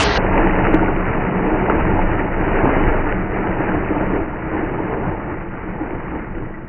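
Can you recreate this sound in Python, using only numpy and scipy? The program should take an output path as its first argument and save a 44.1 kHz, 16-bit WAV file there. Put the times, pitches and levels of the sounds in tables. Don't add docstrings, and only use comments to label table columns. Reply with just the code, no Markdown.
import sys
import numpy as np
from scipy import signal
from scipy.fft import rfft, irfft, next_fast_len
from scipy.io import wavfile
from scipy.ndimage import uniform_filter1d, map_coordinates

SR = 44100
rng = np.random.default_rng(int(sys.argv[2]) if len(sys.argv) > 2 else 0)


def store_wav(level_fs):
    pcm = np.round(np.clip(np.atleast_2d(level_fs), -1, 1) * 32767)
    wavfile.write(sys.argv[1], SR, pcm.T.astype(np.int16))


def undo_db(level):
    steps = np.asarray(level, float) / 20
    return 10 ** steps


N = 294893

# until_s, speed (relative to the slowest)
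PLAYBACK = [(.0398, 3.39), (.1797, 2.19)]
# start_s, turns_hz, level_db (rms)
SHAFT = [(0.0, 28, -24), (.08, 28, -21), (.15, 27.8, -27), (0.25, 27.8, -22.0), (0.6, 25.5, -20.7),
         (1.0, 23.5, -22.2), (1.42, 21.8, -29), (1.72, 19.0, -35.0), (1.79, 19.5, -24), (1.9, 22.4, -22.2),
         (2.05, 24.3, -18.3), (2.27, 27.8, -24), (2.5, 26.1, -26), (2.9, 23.9, -19.7), (3.05, 23.2, -20.5),
         (3.3, 22.2, -26.5), (3.6, 20.2, -32), (4.15, 18.2, -27.3), (4.45, 15.6, -36.0), (5.0, 17.4, -36.5),
         (5.25, 16.3, -41.0), (5.6, 17.9, -35), (6.0, 18, -35), (6.2, 18.2, -36.5), (6.4, 18.8, -31.0),
         (6.65, 17.4, -35.0)]
# multiple, level_db (relative to the throb, before flutter and jolts)
SHAFT_OVERTONES = [(2, -17), (3, -16.5), (4, -18)]
# start_s, load_db, splash_db (extra spray up the wall)
CHURN_LOAD = [(0.0, -17, -0.5), (.2, -18, -3), (0.419, -17, -1.5), (0.72, -18.5, -0.7),
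              (0.949, -21.5, -2.7), (1.0, -21.5, -0.5), (1.35, -20, -1.5), (1.73, -17, -1), (2.0, -19, 0.1),
              (2.3, -23, 0), (2.45, -20, 3), (2.6, -16.5, 1), (2.7, -15, -0.5), (2.9, -17.5, 1),
              (3.1, -22.5, 3), (3.269, -26, 0.5), (3.39, -21.5, 2), (4.17, -21, -0.5), (4.26, -25.5, -1.5),
              (4.447, -27.5, 0.5), (4.6, -23.5, 0), (5.069, -24, -1), (5.221, -26.5, 1), (5.5, -32, 1.5),
              (5.87, -26.5, 0), (6.2, -30.5, 3), (6.33, -36.5, 0.5), (6.41, -29.5, -2), (6.63, -38, -1),
              (6.69, -38.5, 0)]
# peak_s, rise_db (of the load), length_s
SURGES = [(.39, 3.5, 0.08), (0.679, 2.5, 0.081), (0.746, 3, 0.031), (0.826, 3.5, 0.035), (0.897, 4, 0.066),
          (1.71, 2.5, 0.025), (1.801, 1, 0.064), (2.206, 4.5, 0.045), (2.681, 2, 0.033), (2.75, 0.5, .03),
          (2.885, 2, 0.027), (3.474, -1, 0.059), (3.624, 2.2, 0.056), (3.69, 3.5, 0.047),
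          (3.75, 3.5, 0.054), (3.915, -0.5, .03), (3.975, 3.5, 0.044), (4.025, 2.5, 0.043),
          (4.147, 2, 0.074), (4.543, 4.5, 0.12), (4.63, -0.5, 0.042), (4.93, 3, 0.073), (5.08, 3.5, 0.077),
          (5.313, 4, 0.072), (5.82, 1, 0.037), (5.93, 0, 0.036), (6.16, 4.5, 0.024), (6.375, 2.5, .04)]
# peak_s, rise_db (of the shudder), length_s
JOLTS = [(1.84, 6, 0.1), (2.9, 4.5, 0.14), (3.75, 3.5, 0.11), (4.0, 1, 0.11), (5.1, 4, 0.082),
         (6.2, 3.5, 0.19)]
# pitch_hz, level_db (per Hz)
ROAR_COLOUR = [(150, -27), (220, -4.5), (300, -2), (400, 0.5), (600, -5.5), (900, -7), (1100, -12),
               (1500, -25), (2200, -32.5)]
SPRAY_COLOUR = [(500, -27), (900, -12), (1300, -1), (1600, -2), (1900, -2), (2300, -8), (3000, -30)]
FIZZ_COLOUR = [(1700, -31), (2300, -4), (2700, -4.5), (3000, -12)]
SHUDDER_COLOUR = [(8, -17.5), (18, 1.5), (30, 3.2), (45, -2), (90, -2), (135, -0.5), (160, -4.5),
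                  (230, -4.5), (400, -40.5)]
# pitch_hz, width_hz (of each of two passes), level_db (at the start, before the roar's gain), change_db_per_s
JAR_RESONANCES = [(129.6, 11, -16, -1), (270, 21, -25, 1.1), (367.8, 20, -25, 0.5), (393, 11, -16.5, -0.53),
                  (447.4, 20, -23.5, 0.7), (636, 99, -25, 0), (720, 36, -20.5, -1), (846, 20, -26, 0.6),
                  (900, 29, -28, 0.6), (1430, 28, -28.5, 0.37), (1900, 69, -31, -3.1)]
# pitch_hz, wander (share of pitch, rms),
# (full_db, share of the load, fade_db_per_s, loose_db) as in follow()
HELD_HUMS = [(187.8, .02, (-31, 0.67, -1.16, 0.9)), (309.9, .022, (-31.5, 0.74, 0, 1.1)),
             (880, .014, (-39.5, 1.1, 0.5, 2))]
# start_s, pitch_hz, level_db (rms)
GROAN = [(1.68, 58, -44), (1.75, 67.3, -26), (1.86, 86.4, -26.5), (1.93, 92, -49.5), (2.0, 92.4, -90)]
# start_s, level_db (before the strike mix),
# pitch_hz and ring_ms (as heard, within 1 %)
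KNOCKS = [(.007, -11.5, 2710, 4.3), (.248, -10.5, 600, 1.4), (0.265, -16.5, 1830, 1.8), (.358, -24, 785, 2),
          (.379, -14.5, 2370, 0.9), (.419, -15.5, 1750, 1.3), (.464, -18, 840, 2.9), (.472, -13, 1900, 1.4),
          (0.496, -13, 1870, 1.8), (.531, -21, 1500, 1.1), (0.555, -16.5, 1950, 1.2),
          (0.591, -19, 1800, 1.7), (0.651, -6.5, 1530, 1), (0.669, -13, 1500, 0.92),
          (0.794, -11.5, 1400, 1.9), (.831, -13.5, 930, 3.2), (.861, -17.5, 2030, 1.5),
          (0.883, -14.5, 1430, 2.2), (.964, -19, 2300, 1), (1.055, -19.5, 2100, 1.6),
          (1.08, -19, 1380, 2.4), (1.685, -10.5, 690, 2), (1.699, -7.5, 1320, 2.7),
          (1.7015, -8.5, 482, 3.8), (1.722, -11, 1100, 2.1), (1.809, -18, 1310, 1.7),
          (1.8523, -14, 986, 1.3), (1.936, -12.5, 716, 2), (1.992, -11.5, 800, 2), (2.182, -22, 1286, 9.3),
          (2.195, -17.5, 1870, 3.7), (2.344, -16, 1380, 2.1), (2.5345, -29.5, 1406, 2),
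          (2.589, -14, 1430, 1.9), (2.656, -7.5, 830, 2.1), (2.677, -17, 900, 2.1), (2.712, -16, 880, 2.4),
          (2.752, -17, 500, 1.5), (2.771, -16, 1320, 1.5), (2.839, -14, 2060, 1.3),
          (3.074, -19.5, 1650, 1.5), (3.125, -11, 1820, 0.89), (3.473, -16, 1520, 1.1),
          (3.719, -14.5, 1370, 1.8), (4.5807, -22, 1530, 1.4), (5.908, -22, 1710, 0.93),
          (6.0813, -22, 1140, 2), (6.352, -30, 1900, 2.8), (6.366, -30, 1400, 2.7), (6.384, -28, 1600, 1.6),
          (6.424, -26, 919, 2.6), (6.54, -36, 1930, 16)]
# start_s, level_db (before each part's gain), pitch_hz (at the slowest speed)
LID_RINGS = [(0.386, -12.5, 348), (0.442, -10, 324), (0.603, -14, 329), (0.659, -12.5, 328),
             (0.739, -4.5, 311), (0.808, -13, 311), (0.887, -19, 312), (1.132, -20, 310), (1.47, -13, 314),
             (1.574, -18.5, 320), (1.676, -15, 304), (1.771, -16.5, 320), (2.038, -18, 315),
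             (2.19, -16, 317), (2.474, -14, 312), (2.623, -20, 322), (2.666, -11, 270), (2.719, -12, 313),
             (2.773, -10.5, 293), (2.866, -19.5, 300), (3.04, -19.5, 320), (3.448, -12.5, 312),
             (3.599, -14.5, 320), (3.75, -14.5, 288), (3.906, -9, 310), (3.963, -10.5, 308),
             (4.018, -20, 310), (4.073, -25, 304), (4.132, -9.5, 298), (4.208, -12, 320), (4.426, -22, 316),
             (4.626, -9.5, 319), (4.797, -16, 312), (4.927, -18, 303), (5.32, -17.5, 318),
             (5.645, -19.5, 318), (5.806, -13.5, 315), (5.921, -24, 308), (6.142, -20.5, 305),
             (6.37, -24, 296), (6.399, -24.5, 301)]
BASE_RINGS = [(.01, -14, 189.5), (.104, -10.5, 193), (.27, -18, 183), (.45, -16.5, 186), (.65, -19, 193),
              (.9, -18, 190.5), (1.2, -19.5, 191.5), (1.27, -14, 184.5), (1.35, -15, 187),
              (1.43, -21, 189.3), (1.83, -14.5, 185), (2.0, -16.5, 184), (2.2, -20, 186),
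              (2.67, -18.5, 189), (3.14, -17, 187), (3.48, -20, 187), (3.68, -17, 188), (4.08, -23, 180),
              (4.56, -22.5, 190), (4.91, -20, 190), (5.06, -21, 187)]
WALL_RINGS = [(0.186, -13.5, 865), (0.317, -16.5, 920), (0.375, -24, 918), (0.464, -19.5, 837),
              (0.532, -24.5, 854), (0.597, -21, 899), (0.639, -18, 926), (0.791, -23, 940),
              (0.992, -28.5, 869), (1.452, -25, 920), (1.58, -27, 910), (1.697, -13, 874),
              (1.754, -21, 880), (1.864, -24, 903), (1.989, -14.5, 880), (2.073, -33, 880),
              (2.348, -20, 900), (2.553, -25, 857), (2.674, -23, 853), (2.78, -23.5, 880),
              (2.886, -22, 920), (3.045, -21, 937), (3.437, -18.5, 860), (3.614, -26, 907),
              (4.111, -24, 880), (4.475, -29, 860), (4.53, -23, 856), (4.783, -21, 906), (4.846, -30, 913),
              (5.146, -31, 830)]

SEGMENT_STARTS = (0, PLAYBACK[0][0])
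LEAD = round(sum((speed - 1) * (end - start) for (end, speed), start in zip(PLAYBACK, SEGMENT_STARTS)) * SR)
LONG = N + LEAD


def slow_place(s):
    (s1, speed1), (s2, _) = PLAYBACK
    return np.interp(s, [0, s1, s2, N / SR], [0, s1 * speed1 * SR, s2 * SR + LEAD, LONG])


def curves(rows):
    s, *columns = np.transpose(rows)
    return [np.interp(np.arange(LONG), slow_place(s), column) for column in columns]


def evened(x):
    return x / np.sqrt(np.mean(x ** 2) + 1e-20)


def coloured(x, colour):
    size = next_fast_len(LONG)
    hz, db = np.transpose(colour)
    bins = np.fft.rfftfreq(size, 1 / SR)
    gain = undo_db(np.interp(np.log(bins + 1), np.log(hz), db))
    return evened(irfft(rfft(x, size) * gain, size)[:LONG])


def drift(span_s):
    size = max(round(span_s * SR), 1)
    return evened(uniform_filter1d(uniform_filter1d(rng.standard_normal(LONG), size), size))


def bumps(rows, s):
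    return sum(rise_db * np.exp(-(2 * (s - at) / length) ** 2) for at, rise_db, length in rows)


def hits(per_s, spread_db, limit=3):
    size = undo_db(spread_db * np.minimum(rng.exponential(1, LONG), limit))
    return size * (rng.random(LONG) < per_s / SR)


def grit(per_s, spread_db, share):
    hail = evened(hits(per_s, spread_db, 3.2) * rng.choice([-1, 1], LONG))
    return share * hail + (1 - share) * rng.standard_normal(LONG)


def resonate(x, hz, width_hz):
    turn = np.exp(2j * np.pi * np.cumsum(hz) / SR)
    r = np.exp(-np.pi * width_hz / SR)
    return 2 * (turn * signal.lfilter([1 - r], [1, -r], x / turn)).real


def wavering(drive, hz, width_hz):
    wander = hz * (1 + 0.011 * drift(0.15))
    return evened(resonate(resonate(drive, wander, width_hz), wander, width_hz))


def blip(hz, ring_ms, rise_ms):
    ms = np.arange(3072) / SR * 1000
    return np.sin(2 * np.pi * hz * ms / 1000) * (1 - np.exp(-ms / rise_ms)) * np.exp(-ms / ring_ms)


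def load():
    s, load_db, splash_db = curves([(row[0], *row) for row in CHURN_LOAD])
    full_load_db = -18
    return load_db + bumps(SURGES, s) - full_load_db, s, splash_db


def follow(now, full_db, share, fade_db_per_s, loose_db):
    load_db, s = now
    return undo_db(full_db + share * load_db + fade_db_per_s * s + loose_db * drift(0.021))


def groan():
    hz, db = curves([(1.6, 58, -90)] + GROAN)
    return np.sqrt(2) * undo_db(db) * np.sin(2 * np.pi * np.cumsum(hz) / SR)


def shudder(now):
    noise = coloured(rng.standard_normal(LONG), SHUDDER_COLOUR)
    gain = follow(now, full_db=-22.5, share=0.42, fade_db_per_s=-0.68, loose_db=1.5)
    return gain * undo_db(bumps(JOLTS, now[1])) * noise


def shaft():
    hz, db = curves(SHAFT)
    angle = 2 * np.pi * np.cumsum(hz) / SR
    flare = undo_db(1.4 * bumps(JOLTS, load()[1]))
    overtones = np.zeros(LONG)
    for multiple, level_db in SHAFT_OVERTONES:
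        flutter_db = 3.8 * drift(.15)
        phase = 2 * np.pi * rng.random()
        overtones += undo_db(level_db + flutter_db) * np.sin(multiple * angle + phase)
    return np.sqrt(2) * undo_db(db) * (np.sin(angle) + flare * overtones)


def held_hum(now, hz, wander, law):
    pitch = hz * (1 + wander * drift(.02))
    return follow(now, *law) * np.sqrt(2) * np.sin(2 * np.pi * np.cumsum(pitch) / SR)


def hum(drive, now):
    base = follow(now, full_db=-30, share=0.03, fade_db_per_s=-1.64, loose_db=1.34)
    lid = follow(now, full_db=-35.5, share=0.6, fade_db_per_s=0.6, loose_db=2)
    wall = follow(now, full_db=-39, share=1.3, fade_db_per_s=-2.5, loose_db=2.5)
    out = base * wavering(drive, hz=187, width_hz=21)
    out += lid * wavering(drive, hz=319.8, width_hz=86)
    out += wall * wavering(drive, hz=885, width_hz=370)
    return out + sum(held_hum(now, *row) for row in HELD_HUMS)


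def rings(rows, rise_ms, decay_ms, gain_db):
    out = np.zeros(LONG + SR)
    ms = np.arange(SR // 5) / SR * 1000
    shape = (1 - np.exp(-ms / rise_ms)) * np.exp(-ms / decay_ms)
    for s, level_db, hz in rows:
        turns = hz * ms / 1000 + rng.random()
        at = int(slow_place(s))
        out[at:at + len(ms)] += undo_db(gain_db + level_db) * shape * np.sin(2 * np.pi * turns)
    return out[:LONG]


def knocks():
    out = np.zeros(LONG + 3072)
    tick = 0.567 * blip(2200, ring_ms=0.24, rise_ms=.05)
    blow = 0.65 * blip(620, ring_ms=1.5, rise_ms=0.23)
    for s, db, hz, ring_ms in KNOCKS:
        speed = next((factor for until, factor in PLAYBACK if s < until), 0.99)
        ping = blip(hz / speed, ring_ms * speed, rise_ms=0.097)
        at = int(slow_place(s))
        out[at:at + len(ping)] += undo_db(db) * (1.4 * ping + (tick + blow) / max(ring_ms, 1))
    return out[:LONG]


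def patter(per_s, spread_db, lo_hz, hi_hz, cycles, kinds=24):
    out = np.zeros(LONG)
    for hz in np.geomspace(lo_hz, hi_hz, kinds):
        ring_ms = 1000 * cycles * rng.uniform(.3, 1.7) / hz
        ping = blip(hz, ring_ms, rise_ms=.2)
        out += signal.oaconvolve(hits(per_s / kinds, spread_db), ping / np.linalg.norm(ping))[:LONG]
    return evened(out)


def spray(drive, slosh, now):
    wet = (grit(1800, 6.1, .45) + .25 * drive) * undo_db(.5 * slosh)
    fizzing = grit(2500, 2.7, 0.28) + .3 * wet
    pings = patter(per_s=450, spread_db=2.6, lo_hz=600, hi_hz=2500, cycles=6)
    chimes = patter(per_s=110, spread_db=1.5, lo_hz=450, hi_hz=2050, cycles=44)
    out = follow(now, -27, 0.4647, -1.14, 1.24) * coloured(wet, SPRAY_COLOUR)
    out += follow(now, -32, 1.35, -2.3, 0.07) * coloured(fizzing, FIZZ_COLOUR)
    out += follow(now, -31.5, 0.56, -1.86, 0.5) * pings
    return out + follow(now, -32.5, 1.3, -1.14, 0.2) * chimes


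def thuds(per_s, spread_db, length_ms):
    size = hits(per_s, spread_db)
    pull = np.hanning(max(round(length_ms * SR / 1000), 3))
    return -evened(signal.oaconvolve(size, pull)[:LONG] - size.mean() * pull.sum())


def roar(drive, now):
    out = undo_db(-1.23) * coloured(drive, ROAR_COLOUR)
    for hz, width_hz, db, change_db_per_s in JAR_RESONANCES:
        out += undo_db(db + change_db_per_s * now[1]) * wavering(drive, hz, width_hz)
    out += undo_db(-14.5) * thuds(67, spread_db=1.6, length_ms=2.4)
    return follow(now, full_db=-19.5, share=0.88, fade_db_per_s=-0.05, loose_db=0.8) * out


def churn():
    *now, splash_db = load()
    slosh = drift(0.0047)
    drive = grit(1500, 3, 0.45) * undo_db(0.33 * slosh)
    return shudder(now) + hum(drive, now) + undo_db(splash_db) * spray(drive, slosh, now) + roar(drive, now)


def scene():
    mix = groan() + shaft() + knocks() + churn()
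    mix += rings(LID_RINGS, rise_ms=4, decay_ms=15, gain_db=1.4)
    mix += rings(BASE_RINGS, rise_ms=12, decay_ms=28, gain_db=2)
    mix += rings(WALL_RINGS, rise_ms=2.6, decay_ms=14, gain_db=.5)
    edge = signal.firwin(4001, 3020, window=("kaiser", 11), fs=SR)
    slow = signal.oaconvolve(mix, edge, "same")
    return map_coordinates(slow, [slow_place(np.arange(N) / SR)], order=5, mode="nearest")[None]


def roll_off(x):
    return signal.sosfilt(signal.butter(12, 10230, fs=SR, output="sos"), x)


def record(dry):
    return roll_off(dry)


dry = scene()
out = record(dry)
store_wav(out)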